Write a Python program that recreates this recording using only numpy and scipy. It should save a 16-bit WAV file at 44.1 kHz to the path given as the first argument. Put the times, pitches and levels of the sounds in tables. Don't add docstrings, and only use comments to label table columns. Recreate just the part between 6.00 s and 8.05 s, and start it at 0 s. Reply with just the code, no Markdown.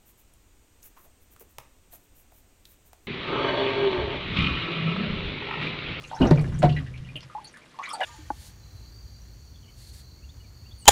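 import sys
import numpy as np
from scipy import signal
from scipy.fft import rfft, irfft
from scipy.io import wavfile
from scipy.ndimage import uniform_filter1d

SR = 44100
rng = np.random.default_rng(int(sys.argv[2]) if len(sys.argv) > 2 else 0)


def invert_db(x):
    u = np.asarray(x, float) / 20
    return 10 ** u


def wav_out(sig):
    wavfile.write(sys.argv[1], SR, np.round(np.clip(np.atleast_2d(sig).T, -1, 1) * 32767).astype(np.int16))


N = 90404


def rms_one(x):
    return x / np.sqrt(np.mean(x ** 2) + 1e-20)


def in_time(rows):
    return np.interp(np.arange(N) / SR, *np.transpose(rows))


def at_hz(points, hz):
    points_hz, points_db = np.transpose(points)
    return np.interp(np.log(hz), np.log(points_hz), points_db)


def colour(x, points):
    hz = np.fft.rfftfreq(N, 1 / SR) + 1
    return rms_one(irfft(rfft(x) * invert_db(at_hz(points, hz)), N))


def flicker(size):
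    return rms_one(uniform_filter1d(uniform_filter1d(rng.standard_normal(N), size), size))


def patchy(x, patch_db):
    edges = 150 * 2 ** np.arange(0, 7.1, .5)
    total = np.zeros(N)
    for band in zip(edges, edges[1:]):
        part = signal.sosfilt(signal.butter(2, band, "band", fs=SR, output="sos"), x)
        total += part * invert_db(patch_db * flicker(size=350))
    return rms_one(total)


def ring(clicks, hz, t60):
    r, w = invert_db(-60 / (t60 * SR)), 2 * np.pi * hz / SR
    return signal.lfilter([0, np.sin(w)], [1, -2 * r * np.cos(w), r * r], clicks + 1e-18)


# start_s, peak_db, contact_run_s, spray_db, spray_t60_s
BLOWS = [
    (.202, -11.5, 0.0622, -25, 0.49),
    (.310, -3.5, 0.0042, -21.5, 0.026),
    (.627, -10.5, 0.0227, -21, 0.12),
]
# pitch_hz, t60_s, first_blow_db, second_blow_db, third_blow_db
WALL_MODES = [(49, 0.61, -53, -45, -18.5), (76.94, 0.88, -19, -38, -11), (125.15, 0.85, -15.5, -31.5, -14),
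              (149.8, 0.68, -8, -30, -12), (244.6, 0.046, 8.5, -1, -7), (352, 0.059, 0.5, -33, -29),
              (597.6, 0.15, -11, -11.5, -10.5), (719, 0.19, -23, -38, -2.5), (900, 0.092, -14, -16, -12),
              (539, 0.11, -14, -16.5, -15)]
# pitch_hz, level_db (per Hz)
SPRAY = [(180, -22), (300, 3), (606, -4.5), (1250, -17), (2780, -27.5), (12500, -58.5), (15000, -93)]


def blows():
    contacts_per_s, contact_cut_hz = 300, 22000
    growth_share = .2
    tail_db, tail_t60_s = -14, 0.58
    out, t = np.zeros(N), np.arange(N) / SR
    spray = patchy(colour(rng.standard_normal(N), SPRAY), 2.0) * invert_db(0.5 * flicker(size=50))
    soft = np.exp(-2 * np.pi * contact_cut_hz / SR)
    for k, (start, db, length, spray_db, spray_t60) in enumerate(BLOWS):
        draw = rng.uniform(-1, 1, (40, 16))
        when = np.cumsum(1 + 0.54 * draw[:, 0]) / contacts_per_s
        when = when - when[0]
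        keep = when <= length
        when = when[keep]
        at = ((start + when) * SR).astype(int)
        growth = np.sign(draw[keep, 1]) * np.minimum(1, 0.36 + when / (growth_share * length))
        for m, (hz, t60, *mode_db) in enumerate(WALL_MODES):
            clicks = np.zeros(N)
            clicks[at] = (1 + 0.27 * draw[keep, m + 2]) * growth
            clicks *= invert_db(db + mode_db[k]) / np.sqrt(keep.sum())
            out += ring(signal.lfilter([1 - soft], [1, -soft], clicks), hz, t60)
        u = t - start
        burst = invert_db(-60 * np.clip(u - length, 0, 1) / spray_t60)
        draining = invert_db(tail_db - 60 * np.abs(u) / tail_t60_s)
        onset = np.clip(u / (0.17 * length), 0, 1)
        out += spray * invert_db(spray_db) * (burst + draining) * onset
    return out


# start_s, peak_db, first_pitch_hz, last_pitch_hz, length_s
POCKETS = [(.001, -41, 143, 139, 0.023), (0.216, -12.5, 259.5, 236, 0.03), (.311, -6, 169.3, 134, 0.057),
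           (0.387, -17.5, 149.8, 146.4, 0.074), (.642, -12, 151, 141, .048), (0.534, -24, 152, 152, 0.033),
           (0.71, -21.5, 143, 143, 0.031), (0.774, -37.5, 274, 261.4, 0.089), (.93, -36, 126, 130.7, 0.27),
           (1.24, -42, 133, 128.5, 0.073)]


def pockets():
    out, t = np.zeros(N), np.arange(N) / SR
    for start, db, first_hz, last_hz, length in POCKETS:
        u = np.clip((t - start) / length, 0, 2)
        hz = (first_hz + (last_hz - first_hz) * u) * (u > 0)
        phase = 2 * np.pi * np.cumsum(hz) / SR
        out += invert_db(db - 6 * u - 14 * u ** 6) * np.minimum(1, u / .08) * np.sin(phase)
    return out


# time_s, level_db
SLOSH = [(.18, -48.5), (.23, -24), (.55, -27), (.582, -31.5), (.6, -24), (.66, -19), (.8, -35.5),
         (1.1, -42), (1.3, -54.5), (1.45, -58), (2.05, -70)]


def slosh():
    hum = np.zeros(N)
    for hz, *_ in WALL_MODES:
        octaves = np.log2(hz / 150)
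        mode_db = 5.0 * octaves if hz < 150 else -19 * octaves
        hum += invert_db(mode_db) * rms_one(ring(rng.standard_normal(N), hz, 0.14))
    return invert_db(-1.5 + in_time(SLOSH)) * rms_one(hum)


def droplet_bursts(rows, t60, attack_s):
    out, u = np.zeros(N + SR), np.arange(SR // 8) / SR
    for start, db, hz, width in rows:
        grains = rng.standard_normal(len(u))
        grains = grains * np.abs(grains)
        edges = np.clip(hz * 2 ** (np.array([-.5, .5]) * width), 50, .45 * SR)
        burst = signal.sosfilt(signal.butter(2, edges, "band", fs=SR, output="sos"), grains)
        i = int(start * SR)
        out[i:i + len(u)] += invert_db(db - 60 * u / t60) * rms_one(burst) * np.minimum(1, u / attack_s)
    return out[:N]


# start_s, level_db, centre_hz, width_octaves
CRACKS = [(.217, -29, 3260, 0.79), (.309, -22, 1700, 2.04), (.345, -53, 4100, 0.49),
          (.358, -45.5, 5500, 0.47), (.393, -38.5, 4550, 0.29), (.442, -33.5, 1740, 0.79),
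          (.620, -22, 1470, 1.2), (.627, -24, 2600, 1.1), (.648, -51, 4200, 0.9), (1.205, -37.5, 3000, 1.1),
          (1.539, -46, 1960, 0.35), (1.571, -45.5, 2460, 2.6), (1.788, -39.5, 2200, 1.6),
          (2.005, -38, 3000, 1.86)]


def cracks():
    return droplet_bursts(CRACKS, t60=0.022, attack_s=0.0017)


# start_s, level_db, centre_hz, width_octaves
SPLATS = [(0.304, -43, 4950, 0.95), (.379, -32, 610, 2), (.41, -50.5, 7750, 0.85), (0.521, -41, 1470, 0.83),
          (0.587, -42, 7670, 0.39), (0.69, -33, 2600, 0.79), (0.722, -41.5, 3670, 0.54),
          (.764, -30, 2100, 0.56), (.80, -38.5, 1390, 0.88), (.785, -43, 3130, 0.6), (.511, -52, 900, 1.1),
          (.545, -42.5, 1290, 0.89), (.645, -34.5, 2300, 1.15), (.27, -33, 800, 2.2),
          (1.86, -38, 1740, 1.45), (1.95, -45, 1690, 1.2), (.863, -47, 2380, 1.1), (0.973, -45.5, 2940, 1),
          (1.152, -41, 378, 1.27), (1.161, -52, 9400, 0.6), (1.227, -45.5, 2430, 1.7),
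          (1.441, -47.5, 9500, 0.22), (1.57, -58.5, 9500, 0.34), (1.83, -34.5, 1560, 1.3),
          (1.888, -42, 8950, 0.37), (1.929, -32, 8660, 0.28), (2.007, -39.5, 3440, 0.81),
          (2.03, -46, 5970, 1.3)]


def splats():
    return droplet_bursts(SPLATS, t60=0.066, attack_s=0.0047)


def bubbles(rows, follower_db, wobble):
    follower_s, follower_spread = .025, 0.137
    out, u = np.zeros(N + SR), np.arange(SR // 6) / SR
    draw = rng.uniform(-1, 1, (len(rows), 5, 3))
    waver = flicker(size=120)
    for (start, db, hz, t60, rise), chance in zip(rows, draw):
        for k, (late, off, size) in enumerate(chance):
            follows = k > 0
            i = int((start + follows * follower_s * abs(late)) * SR)
            f = hz * (1 + follows * follower_spread * off)
            drift = np.take(waver, i + np.arange(len(u)), mode="wrap")
            bend = 1 + rise * np.minimum(u, .05) + wobble * drift
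            life = max(t60, .005) * (.5 if follows else 1)
            decay = invert_db(-20 * u / life - 86 * (u / life) ** 2)
            body = np.sin(2 * np.pi * np.cumsum(f * bend) / SR) * decay
            level = invert_db(db - 0.5 + follows * (follower_db + 2.7 * size))
            out[i:i + len(u)] += level * body * np.minimum(1, u * hz / 1.1)
    return out[:N]


# start_s, peak_db, pitch_hz, t60_s, relative_rise_per_s
LONE = [(.030, -49, 1204, 0.06, 1), (.047, -45.5, 4040, 0.036, 4), (.113, -37, 1470, 0.022, 1),
        (.186, -46.5, 3940, 0.07, 6), (.170, -51, 1760, 0.14, 0.5), (.228, -26, 2830, .03, 12),
        (.266, -46, 3740, 0.018, 7), (.629, -10.5, 610, 0.061, -0.2), (.725, -44, 2750, 0.18, 1.5),
        (.765, -45, 3940, 0.065, 1), (1.070, -51, 1970, .06, -1), (1.540, -58, 2050, 0.093, 5),
        (1.350, -27.5, 822, .135, 2), (1.350, -36.5, 1020, 0.034, 1), (1.381, -30, 900, 0.044, 15),
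        (1.401, -44, 872, 0.12, -2.5), (1.430, -53, 842, .22, 0.5), (1.476, -44, 826, 0.023, 6),
        (1.225, -50, 5000, 0.074, -0.5), (1.825, -43, 1436, 0.05, -3), (2.020, -28, 958, 0.062, 2.5)]


def lone_bubbles():
    return bubbles(LONE, follower_db=-35, wobble=0.016)


# start_s, peak_db, pitch_hz, t60_s, relative_rise_per_s
BIG = [(.114, -26.5, 758, 0.028, 11), (.127, -29, 893, 0.063, 1.5), (.144, -40, 867, 0.24, 0.26),
       (1.229, -44.5, 1020, 0.016, 0.68), (1.298, -42.5, 1210, 0.026, 0.57),
       (1.319, -48.5, 1236, 0.11, 0.88), (1.571, -38.5, 1210, 0.0085, 1), (1.743, -48, 1006, 0.046, 1.9),
       (1.788, -28.5, 962, 0.083, 9.7), (1.807, -40, 1010, 0.026, 4), (1.873, -37.5, 1068, 0.065, 10.6),
       (1.905, -35, 1211, 0.15, 3.92), (1.934, -28, 870, 0.04, 0.74), (1.964, -37, 764, 0.099, 1.8),
       (1.997, -25.5, 714.6, 0.1, 1.4), (2.008, -21.5, 765, 0.037, 1), (2.031, -34, 715, 0.057, 1.7)]
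# start_s, peak_db, pitch_hz
MID = [(0.04, -36, 2610), (0.099, -46, 3200), (.165, -40.5, 1510), (.218, -26, 2820), (0.374, -34.5, 2360),
       (0.696, -36.5, 2810), (0.764, -31.5, 1950), (0.864, -41, 1843), (0.94, -40.5, 2320),
       (1.048, -48.5, 2910), (1.088, -41.5, 2367), (1.157, -28, 2983), (1.175, -48, 2550),
       (1.541, -42.5, 1720), (1.617, -48.5, 2290), (1.828, -35.5, 2086), (1.838, -29.5, 2145),
       (1.856, -40, 3760), (1.881, -33, 2160), (1.892, -36, 3140), (2.005, -31.5, 1987), (2.013, -24, 1594),
       (2.012, -31.5, 2800), (2.032, -27.5, 2845), (2.037, -31, 3570)]
# start_s, peak_db, pitch_hz
SMALL = [(0.074, -50, 6700), (0.148, -42.5, 5710), (0.27, -39, 5800), (0.543, -52, 5800),
         (1.215, -52.5, 5530), (1.446, -39.5, 4410), (1.474, -47, 6450), (1.527, -57, 8520),
         (1.835, -46, 6200), (1.902, -39.5, 5270), (1.935, -37.5, 4520)]


def clustered_bubbles():
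    mid_t60_s, mid_rise = 0.038, 0.61
    small_t60_s, small_rise = 0.048, 0.15
    rows = list(BIG)
    rows += [(*row, mid_t60_s, mid_rise) for row in MID]
    rows += [(*row, small_t60_s, small_rise) for row in SMALL]
    return bubbles(rows, follower_db=-6, wobble=0.037)


# time_s, level_db
STIR = [(.19, -53.5), (.24, -60.5), (.4, -54), (.56, -56), (.72, -55), (.9, -63), (1.76, -61.5), (1.8, -59),
        (1.9, -52), (1.98, -54.5), (2.05, -47.5)]
# pitch_hz, level_db (per Hz)
WATER = [(240, -3), (400, 1.5), (949, -8), (2290, -12.5), (2700, -6.5), (10600, -21.5), (15000, -74)]


def stirring():
    fizz_per_s, fizz_cycles = 650, 9.6
    sizes = invert_db(1.3 * np.minimum(rng.exponential(1, N), 3)) * (rng.random(N) < fizz_per_s / SR)
    dealt = rng.integers(0, 30, N)
    fizz = np.zeros(N)
    for k, hz in enumerate(np.geomspace(1000, 12000, 30)):
        plinks = ring(sizes * (dealt == k), hz, fizz_cycles / hz)
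        fizz += invert_db(at_hz(WATER, hz)) * np.sqrt(hz) * plinks
    wash = patchy(colour(rng.standard_normal(N), [(200, -50)] + list(WATER)), 2.6)
    return invert_db(in_time(STIR)) * (invert_db(-2) * rms_one(fizz) + invert_db(-4.5) * wash)


def box(x):
    t60_s, cut_hz = 0.095, 3500
    u = np.arange(SR // 2) / SR
    echoes = rng.standard_normal(len(u)) * (rng.random(len(u)) < .04)
    echoes *= invert_db(-60 * u / t60_s) * (u > .002)
    echoes = signal.sosfilt(signal.butter(1, cut_hz, fs=SR, output="sos"), echoes)
    return signal.fftconvolve(x, echoes / np.sqrt(np.sum(echoes ** 2)))[:N]


# pitch_hz, level_db (per Hz)
AIR = [(18, -48), (30, -32), (219, 4), (622, -2.5), (747, -9.5), (1970, -4), (9680, -23.5), (13600, -33),
       (15500, -40)]


def open_air():
    return invert_db(-58) * colour(rng.standard_normal(N), AIR)


def scene():
    walls = blows() + pockets() + slosh()
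    water = cracks() + splats() + clustered_bubbles() + stirring()
    mix = walls + water + invert_db(-8) * box(water) + lone_bubbles() + open_air()
    return mix[None]


def roll_off(x):
    return signal.sosfilt(signal.butter(12, 15710, fs=SR, output="sos"), x)


def record(dry):
    rounded = 0.94 * np.tanh(dry / 0.92)
    mix = signal.sosfilt(signal.cheby2(10, 60, 15700, fs=SR, output="sos"), rounded)
    return roll_off(mix)


dry = scene()
out = record(dry)
wav_out(out)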